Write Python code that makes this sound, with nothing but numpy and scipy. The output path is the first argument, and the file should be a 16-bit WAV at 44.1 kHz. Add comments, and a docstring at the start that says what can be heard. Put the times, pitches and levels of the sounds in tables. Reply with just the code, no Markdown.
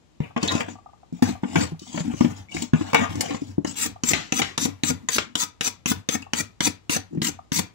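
"""Scraping wood at a workbench

In a small shed, wooden parts are set down and slid over a dusty bench. A loose hollow part rocks
and a steel tool clinks. Then a steel scraper bites the end of a wooden stock (the piece being worked)
and shaves it in quick strokes, tearing its fibres. The bench top booms under it all."""
import sys
import numpy as np
from scipy import signal
from scipy.fft import rfft, irfft, next_fast_len
from scipy.io import wavfile
from scipy.ndimage import uniform_filter1d, map_coordinates

SR = 44100
rng = np.random.default_rng(int(sys.argv[2]) if len(sys.argv) > 2 else 0)


def persist_wave(psi):
    """Save psi, clipped to +-1, as 16-bit WAV."""
    counts = np.round(np.clip(psi, -1, 1) * 32767).astype(np.int16)
    wavfile.write(sys.argv[1], SR, np.atleast_2d(counts).T)


N = 341334
HIT_SAMPLES = SR // 3

# The tones that the bench top and the stock ring with, lowest first.
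# Each row: pitch in Hz, level in dB, ring time in seconds (t60, the time to fade by 60 dB).
BENCH_TONES = [(94.4, -20.5, 0.21), (163.2, -6.5, 0.11), (203.6, -2.5, 0.049), (241.6, 0.5, 0.081),
               (290.2, 2, 0.061), (310, -5.5, 0.029)]
STOCK_TONES = [(461.5, 20, 0.13), (622, -11, 0.2), (765, 2.5, 0.18), (779, 3.5, 0.12), (840, -20, 0.09),
               (990, 14, 0.058), (1204, 4, 0.071), (1300, 13, 0.026), (1430, 0, 0.16), (1767, 8.5, 0.076),
               (2050, -17, 0.11), (2281, 14.5, 0.04), (2450, 3.5, 0.0053), (3180, -2.5, 0.009),
               (3300, -9, .05)]
# The tone colours of rubbing wood, hissing grit and shaving steel. Each row: frequency in Hz, level in dB.
RUB_COLOUR = [(250, -8.5), (420, 10), (800, 8), (1300, 1), (2300, -2.5), (3500, -6), (4600, -46)]
GRIT_COLOUR = [(1800, -26.5), (3000, -3), (4700, 2), (6050, 3.5), (7800, 1.5), (8900, -15), (10700, -12.5),
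               (13300, -37.5), (15000, -27), (15800, -1)]
SHAVE_COLOUR = [(250, -37.5), (450, -21.5), (1000, -5.5), (2000, 5), (3500, -4), (5300, 8.5), (6200, -2),
                (7800, -7), (9000, 4), (13000, -5), (14600, -5), (15800, -8.5)]
# Scraper strokes. Each row: start in seconds, bite in dB, bench thud in dB, length in seconds,
# shaving level at the start and at the end in dB, the wood's share in dB, closing knock in dB.
STROKES = [(3.756, -50, -52, .11, -30, -26.5, -13, -30),
           (4.0358, -29.5, -21.5, 0.082, -37.5, -24, -11, -27.5),
           (4.3228, -26, -22, 0.078, -37, -23.5, -10.5, -23),
           (4.578, -26, -28, 0.083, -36, -25.5, -17, -20),
           (4.835, -27.5, -19.5, 0.073, -34, -26.5, -10.5, -23),
           (5.0873, -26, -31.5, 0.081, -37.5, -23, -22, -32.5),
           (5.354, -26.5, -29, 0.084, -35, -24, -10, -39), (5.6094, -27, -33, 0.072, -39.5, -22.5, -9, -33),
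           (5.8584, -26.5, -24, 0.063, -29.5, -25, -15.5, -23),
           (6.0885, -26, -23, 0.069, -33.5, -28.5, -9, -25.5),
           (6.334, -26, -24.5, .076, -40, -25, -4.5, -29),
           (6.6058, -26, -22.5, 0.072, -35.5, -21.5, -10.5, -27),
           (6.8956, -31, -23.5, 0.074, -20.5, -27, -12.5, -25.5),
           (7.218, -31.5, -22, 0.075, -23.5, -28, -13, -30.5),
           (7.519, -33.5, -20.5, 0.078, -26, -24.5, -16, -25)]


def amp(db):
    """Turn decibels into a gain."""
    return 10 ** (np.asarray(db) / 20)


def unit(x):
    """Scale a sound to an average (rms) level of 1."""
    return x / np.sqrt(np.mean(x ** 2) + 1e-20)


def unit_attack(x):
    """Scale a hit so that its first 12.5 ms have an average level of 1."""
    return x / np.sqrt(np.mean(x[:SR // 80] ** 2))


def add(track, start, x):
    """Mix a sound in at a start time in seconds."""
    track[round(start * SR):][:len(x)] += x


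def along(points, hz):
    """Read between (Hz, value) points on a log frequency scale."""
    freqs, values = np.transpose(points)
    return np.interp(np.log(hz + 1), np.log(freqs + 1), values)


def wobble(rate, size=N):
    """A smooth curve through `rate` random points a second."""
    points = rng.standard_normal(int(size * rate / SR) + 4)
    return map_coordinates(points, [np.arange(size) * rate / SR])


def filtered(x, response):
    """Change each frequency's level and phase by response(hz)."""
    size = next_fast_len(x.shape[-1] + 8192)
    spectrum = rfft(x, size) * response(np.fft.rfftfreq(size, 1 / SR))
    return irfft(spectrum, size)[..., :x.shape[-1]]


def tinted(x, colour):
    """Give a sound a tone colour."""
    return filtered(x, lambda hz: amp(along(colour, hz)))


def resonances(peaks):
    """A response with a peak at each (centre in Hz, width in Hz, dB), alternating in sign."""
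    return lambda hz: sum((-1) ** k * amp(db) * 1j * hz * width / (centre**2 - hz**2 + 1j * hz * width)
                          for k, (centre, width, db) in enumerate(peaks))


def shaken(force, tones):
    """An object rings under a steady shaking; longer tones make narrower peaks."""
    peaks = [(hz, np.log(1000) / (np.pi * t60), db) for hz, db, t60 in tones]
    return unit(filtered(force, resonances(peaks)))


def grit(rate, spread_db, clump_db, size=N):
    """Tiny random contacts, about `rate` a second, that grow stronger and weaker in clumps."""
    contacts = rng.random(size) < rate / SR
    strength = amp(spread_db * rng.exponential(size=size)) * rng.standard_normal(size)
    return contacts * strength * amp(clump_db * wobble(170, size))


def patchy(x, depth_db):
    """Patches of the sound get louder and softer as contact spots come and go."""
    spectra = signal.stft(x, nperseg=256)[2]
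    patches = uniform_filter1d(rng.standard_normal(spectra.shape), size=3, axis=0)  # across frequency
    patches = uniform_filter1d(patches, size=14, axis=1)  # across time
    return signal.istft(spectra * amp(depth_db * unit(patches)), nperseg=256)[1][:len(x)]


def ring(tones, stretch, attack_s, scatter_db):
    """One blow: each tone gets a new strength and the grip detunes it. Stretch scales the ring time."""
    t = np.arange(HIT_SAMPLES) / SR
    out = np.zeros(HIT_SAMPLES)
    for hz, db, t60 in tones:
        fade = amp(db + scatter_db * rng.normal() - 60 * t / (t60 * stretch))
        pitch = hz * (1 + .02 * rng.normal())
        out += fade * np.sin(2 * np.pi * pitch * t)
    return unit_attack(out * (1 - np.exp(-t / attack_s)))


def crack(colour, t60):
    """A short burst of noise."""
    t = np.arange(HIT_SAMPLES) / SR
    noise = tinted(rng.standard_normal(HIT_SAMPLES), colour)
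    return unit_attack(noise * amp(-60 * t / t60) * (1 - np.exp(-t / 0.00052)))


def swell(start, rise, hold, top_db, rise_db, fade_db_per_s):
    """A gain that climbs by rise_db to its top, holds and fades."""
    t = np.arange(N) / SR - start
    onset = np.clip(t / .004, 0, 1)
    climb = amp(-rise_db * np.clip(1 - t / max(rise, .001), 0, 1))
    return onset * climb * amp(top_db - fade_db_per_s * np.clip(t - rise - hold, 0, None))


def shed_air():
    """The quiet shed: a faint, low rush."""
    # Each row: frequency in Hz, level in dB.
    air_colour = [(15, -18.5), (50, 12), (100, 4), (300, -6.5), (500, -13), (900, -15), (1500, -23),
                  (4000, -25), (7500, -30), (9000, -37), (15800, -50)]
    return amp(-53.5) * unit(tinted(rng.standard_normal((2, N)), air_colour))


def knocks():
    """Each blow makes the stock clack and the bench thud, with a snap in the treble."""
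    # Each row: start in seconds, clack peak in dB, thud in dB, snap in dB, ring stretch (1 is usual).
    blows = [(0.203, -30.5, -18, -63, 0.7), (0.363, -15.5, -21.5, -55, 1.2),
             (0.376, -18.5, -33.5, -47.5, 0.61), (0.429, -20.5, -20.5, -30, 1.5),
             (0.477, -43, -70, -35.5, 0.63), (0.518, -27, -28, -34, 3.6), (0.551, -27, -19.5, -40, 1.14),
             (0.605, -15, -28.5, -39, 1.2), (0.683, -29.5, -32.5, -57, 0.97), (1.125, -80, -27, -64, 1.16),
             (1.223, -14, -9.5, -40, 0.79), (1.289, -28, -22, -49, 1.9), (1.433, -23.5, -20, -59, 1.74),
             (1.556, -12.5, -14.5, -36, 1.6), (1.72, -60, -28, -73, 1.2), (1.794, -67, -69, -46, 0.8),
             (1.818, -66, -38.5, -55, 1.3), (1.944, -32, -26.5, -73.5, 1.6), (1.975, -17.5, -24, -53, 0.8),
             (2.004, -28.5, -22.5, -55.5, 0.87), (2.078, -58, -23.5, -63, 1.7),
             (2.138, -32, -24, -71.5, 0.47), (2.208, -16.5, -9.5, -43, 0.74), (2.246, -20, -14, -54, 1.03),
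             (2.548, -47, -24, -42, 2.3), (2.566, -23.5, -26.5, -45, 0.44), (2.621, -37, -28, -31.5, 1.3),
             (2.734, -19.5, -9, -46, 0.86), (2.81, -27, -20, -62, 0.83), (2.932, -10.5, -25.5, -36, 0.58),
             (2.945, -4, -25, -27.5, 1.6), (3.155, -33.5, -30, -45, 0.41), (3.208, -18, -35.5, -26.5, 0.24),
             (3.306, -25, -25.5, -46, 2.6), (3.345, -26, -25, -53, 0.53), (3.419, -64, -26.5, -67, 0.8),
             (3.581, -70, -16, -78, 0.85), (3.647, -21, -23.5, -43, 0.73), (6.221, -39, -57, -48, 1.2),
             (7.129, -66, -28.5, -73, 2.2), (7.149, -55, -30.5, -68, 1.2), (7.173, -46, -21.5, -78, 1.1)]
    out = np.zeros(N + SR)
    for start, clack_db, thud_db, snap_db, stretch in blows:
        clack = ring(STOCK_TONES, .7 * min(stretch, 1.5), attack_s=0.00062, scatter_db=3)
        clack += 1.19 * crack(RUB_COLOUR, 0.036 * stretch)
        clack /= np.abs(clack).max()
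        thud = ring(BENCH_TONES, stretch, attack_s=0.0019, scatter_db=7.5)
        snap = crack(GRIT_COLOUR, 0.0086 * stretch)
        add(out, start, amp(clack_db) * clack + amp(thud_db) * thud + amp(snap_db) * snap)
    return out[:N]


def slides_and_boom():
    """Dust rubs under sliding wood; the shifting weight and every scraper stroke shake the bench."""
    # Each row: start, rise and hold in seconds, then rub, hiss, boom and deepest bench tone in dB.
    slides = [(0.204, .01, 0.052, -48.5, -79, -45, -39.5), (.37, 0.063, 0.17, -33.5, -44.5, -37, -37),
              (0.656, 0.027, 0.034, -53, -52.5, -39, -57), (1.115, 0.017, .06, -63.5, -63.5, -49.5, -51),
              (1.229, 0.0064, 0.054, -37, -41.5, -28, -25), (1.421, 0.11, 0.0082, -40.5, -44, -34, -38),
              (1.555, 0.0042, 0.077, -36.5, -39, -26.5, -24.5), (1.798, .005, .08, -65, -52.5, -61, -59),
              (1.858, 0.099, .05, -45, -42, -37, -46), (2.022, 0.028, 0.078, -49, -57.5, -30, -34),
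              (2.121, 0.049, 0.046, -50, -44.5, -57, -42), (2.204, 0.0075, 0.1, -45, -53, -34.5, -30.5),
              (2.345, 0.015, 0.031, -53, -55, -48, -42), (2.487, 0.058, 0.076, -45.5, -41.5, -34, -44.5),
              (2.734, 0.0086, .16, -43, -50.5, -36, -40.5), (2.952, .005, 0.08, -30, -44, -28.5, -35),
              (3.074, 0.022, .11, -46.5, -51.5, -33, -31.5), (3.213, 0.0035, .13, -39.5, -45.5, -44.5, -43),
              (3.396, 0.017, 0.1, -68, -59, -44.5, -42), (3.655, 0.0081, 0.041, -46.5, -40, -34, -44),
              (4.99, .02, .05, -72, -80, -49, -64), (5.24, 0.022, 0.07, -76, -88, -47.5, -72),
              (7.099, 0.035, 0.11, -68, -80, -29.5, -53)]
    # How fast the rub, hiss, boom and deepest tone fade, in dB a second.
    fades = [307, 345, 315, 183]
    rub, hiss, boom, deep = [
        sum(swell(start, rise, hold, levels[k], 24.5, fade) for start, rise, hold, *levels in slides)
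        for k, fade in enumerate(fades)]
    for start, _, _, length, *_, exit_db in STROKES:
        boom += swell(start, length, 0, exit_db - 4.5, 15, fades[2])
        deep += swell(start, length + 0.026, 0, exit_db - 10, 15, fades[3])  # peaks a little later
    dust = patchy(grit(9000, spread_db=1.5, clump_db=2.5), depth_db=3.5)
    wood = unit(tinted(dust, RUB_COLOUR)) + 0.48 * shaken(dust, STOCK_TONES)
    shake = rng.standard_normal(N) * amp(3 * wobble(35))
    bench = boom * shaken(shake, BENCH_TONES[1:]) + deep * shaken(shake, BENCH_TONES[:1])
    return rub * unit(wood) + hiss * unit(tinted(dust, GRIT_COLOUR)) + bench


def hollow_ticks():
    """A loose hollow part ticks as it rocks."""
    # Each row: start in seconds, peak level in dB.
    ticks = [(0.307, -40), (0.754, -37.5), (0.785, -40), (0.86, -35), (0.889, -44), (0.933, -41.5),
             (1.031, -41), (1.192, -45), (1.352, -32), (1.744, -46), (1.867, -44), (2.379, -44),
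             (3.96, -35), (6.265, -36.5), (7.389, -32)]
    # Each row: pitch in Hz, level in dB, ring time in seconds before the stretch shortens it.
    hollow_tones = [(748, -2, 0.06), (752, 7, 0.048), (885, -14, 0.046), (1170, -6, 0.1)]
    out = np.zeros(N + SR)
    for start, db in ticks:
        tick = ring(hollow_tones, stretch=0.32, attack_s=0.004, scatter_db=2)
        add(out, start, amp(db) * tick / np.abs(tick).max())
    return out[:N]


def tool_clinks():
    """The nudged steel tool rings with three close tones."""
    # Each row: start in seconds, level in dB, pitch in Hz, ring time in seconds.
    clinks = [(.482, -28, 3840, 0.024), (.492, -26.5, 3880, 0.024), (2.485, -47.5, 2256, 0.53),
              (2.52, -41.5, 2780, 0.082), (2.567, -34, 2265, 0.03), (2.948, -29, 2295, 0.25),
              (6.225, -46, 2680, 0.021)]
    out = np.zeros(N + SR)
    for start, db, hz, t60 in clinks:
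        tones = [(hz, 0, t60), (hz * 1.04, -4, t60 * .6), (hz * .97, -5, t60 * .6)]
        add(out, start, amp(db) * ring(tones, stretch=1, attack_s=.001, scatter_db=2))
    return out[:N]


def steel_clicks():
    """Steel meets steel with a very bright click."""
    # Each row: start in seconds, level in dB, fade time in seconds.
    clicks = [(1.223, -37, 0.068), (1.556, -51, 0.064), (2.944, -41.5, .03), (3.208, -30.5, 0.048)]
    out = np.zeros(N + SR)
    for start, db, t60 in clicks:
        add(out, start, amp(db) * crack(SHAVE_COLOUR, t60))
    return out[:N]


def scraper():
    """The edge bites, tears fibres that shake the blade and the wood, and drops off the end."""
    # Where the blade rings. Each row: pitch in Hz, width of the peak in Hz, level in dB.
    blade_peaks = [(3415, 335, -4.5), (5134, 370, -3.5), (5920, 360, -4), (6070, 354, 7.5),
                   (7500, 440, 3.5), (8190, 1340, -2), (10000, 440, -22.5), (16500, 920, 3)]
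    out = np.zeros(N + SR)
    t = np.arange(SR // 4) / SR
    onset = 1 - np.exp(-t / 0.014)
    for start, bite_db, thud_db, length, from_db, to_db, wood_db, exit_db in STROKES:
        # The blade's level follows its speed; the wood's follows the load on the edge.
        speed_db = np.interp(t, [0, .7 * length, length, length + .005],
                             [from_db - 4, to_db, to_db - 5, -90])
        load_db = np.interp(t, [0, length, length + 0.0034], [from_db, to_db, -90])
        fibres = patchy(grit(14000, spread_db=1.4, clump_db=2, size=len(t)), depth_db=1.5)
        peaks = [(hz * (1 + .006 * rng.normal()), width, db + 1.6 * rng.normal())
                 for hz, width, db in blade_peaks]
        blade = unit(filtered(fibres, resonances(peaks)))
        wood = shaken(fibres, STOCK_TONES) + 0.4 * shaken(fibres, BENCH_TONES)
        tearing = 0.5 * unit(tinted(fibres, SHAVE_COLOUR)) + amp(wood_db) * wood
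        add(out, start, onset * (amp(speed_db) * blade + amp(load_db) * tearing))
        add(out, start, edge_bite(bite_db, thud_db))
        add(out, start + length - .008, amp(exit_db) * exit_knock())
    return out[:N]


def edge_bite(bite_db, thud_db):
    """The edge digs in with a crack that rings the stock and the bench."""
    # Each row: frequency in Hz, level in dB.
    bite_colour = [(200, -5.5), (600, -5), (2000, 1), (3500, 3.5), (5000, -8.5), (6200, 3.5), (8000, -15.5),
                   (10000, -13.5), (13000, -26.5), (16500, -26.5)]
    snap = crack(bite_colour, t60=0.0035)
    stock = ring(STOCK_TONES, stretch=0.46, attack_s=0.00045, scatter_db=3.5)
    bench = ring(BENCH_TONES, stretch=1, attack_s=0.00083, scatter_db=4)
    return amp(bite_db) * (snap + 0.47 * stock) + amp(thud_db) * bench


def exit_knock():
    """Bench and stock knock as the edge leaves the wood."""
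    bench = ring(BENCH_TONES, stretch=0.63, attack_s=0.0047, scatter_db=6)
    stock = ring(STOCK_TONES, stretch=0.39, attack_s=.002, scatter_db=4)
    return bench + 0.58 * stock


def blade_slaps():
    """The blade drops past the end and lands flat on the bench."""
    # Each row: start in seconds, level in dB, fade time in seconds.
    slaps = [(4.134, -27.5, 0.38), (4.418, -30, 0.3), (5.183, -28.5, 0.19)]
    # Each row: frequency in Hz, level in dB.
    slap_colour = [(300, 8), (900, -5), (1800, -2.5), (3500, -4), (5000, -9), (7500, -13), (9000, -28.5),
                   (16000, -39)]
    out = np.zeros(N + SR)
    for start, db, t60 in slaps:
        add(out, start, amp(db) * (crack(slap_colour, t60) + 2.18 * crack(slap_colour, 0.0046)))
    return out[:N]


def shed_echo(x):
    """Near things answer first, then the walls, differently left and right and anew as things move."""
    # Each row: frequency in Hz, echo fade time in seconds.
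    wall_t60 = [(100, 0.31), (300, 0.18), (1000, 0.28), (4000, 0.23), (8000, 0.15), (13000, 0.13)]
    hop, delay = SR // 12, 30  # in samples
    noise = rng.standard_normal((N // hop + 1, 2, HIT_SAMPLES))
    hz, t, spectra = signal.stft(noise, SR, nperseg=256)
    walls = amp(-60 * t / along(wall_t60, hz)[:, None])
    near_things = 4 * amp(-60 * t / 0.026)
    tails = signal.istft(spectra * (walls + near_things), SR, nperseg=256)[1]
    x = np.pad(x, (hop, 2 * hop))
    window = np.sin(np.pi * np.arange(2 * hop) / (2 * hop))
    out = np.zeros((2, N + SR))
    for k, tail in enumerate(tails):  # each overlapping piece of sound gets its own echo
        piece = x[k * hop:][:2 * hop] * window
        echo = signal.fftconvolve(piece[None], tail / np.linalg.norm(tail[0]), axes=1)
        out[:, k * hop + delay:][:, :echo.shape[1]] += echo
    return tinted(out[:, hop:hop + N], [(150, -14), (400, -6), (1000, 1.5), (5000, 3), (12000, 3)])


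def scene():
    """Mix it all in stereo. The bench is nearer the right microphone, so the left hears it later."""
    # Each row: frequency in Hz, left level minus right level in dB.
    balance = [(60, 2), (300, 5), (700, 2.5), (1300, 4.5), (2400, 7.5), (5000, 3), (7500, 12.5),
               (8600, -3.5), (15000, -0.1)]
    left_lag_s = 46 / SR
    side = np.array([[.5], [-.5]])  # left, right
    direct = (scraper() + blade_slaps() + knocks() + steel_clicks() + tool_clinks()
              + hollow_ticks() + slides_and_boom())
    mix = direct + shed_echo(direct) + shed_air()
    return filtered(mix, lambda hz: amp(side * along(balance, hz))
                    * np.exp(-2j * np.pi * hz * side * left_lag_s))


def record(dry):
    """The deep bass is thinned, the biggest peaks are rounded and the highest treble is cut."""
    bass_hz, ceiling, top_hz = 75, .97, 17000
    thinned = filtered(dry, lambda hz: (1j * hz / (bass_hz + 1j * hz)) ** 2)
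    rounded = thinned / (1 + np.abs(thinned / ceiling) ** 8) ** (1 / 8)
    treble = lambda hz: amp(np.interp(hz, [15670, 15920, top_hz], [0, -30, -45])) * (hz < top_hz)
    return filtered(rounded, treble)


dry = scene()
out = record(dry)
persist_wave(out)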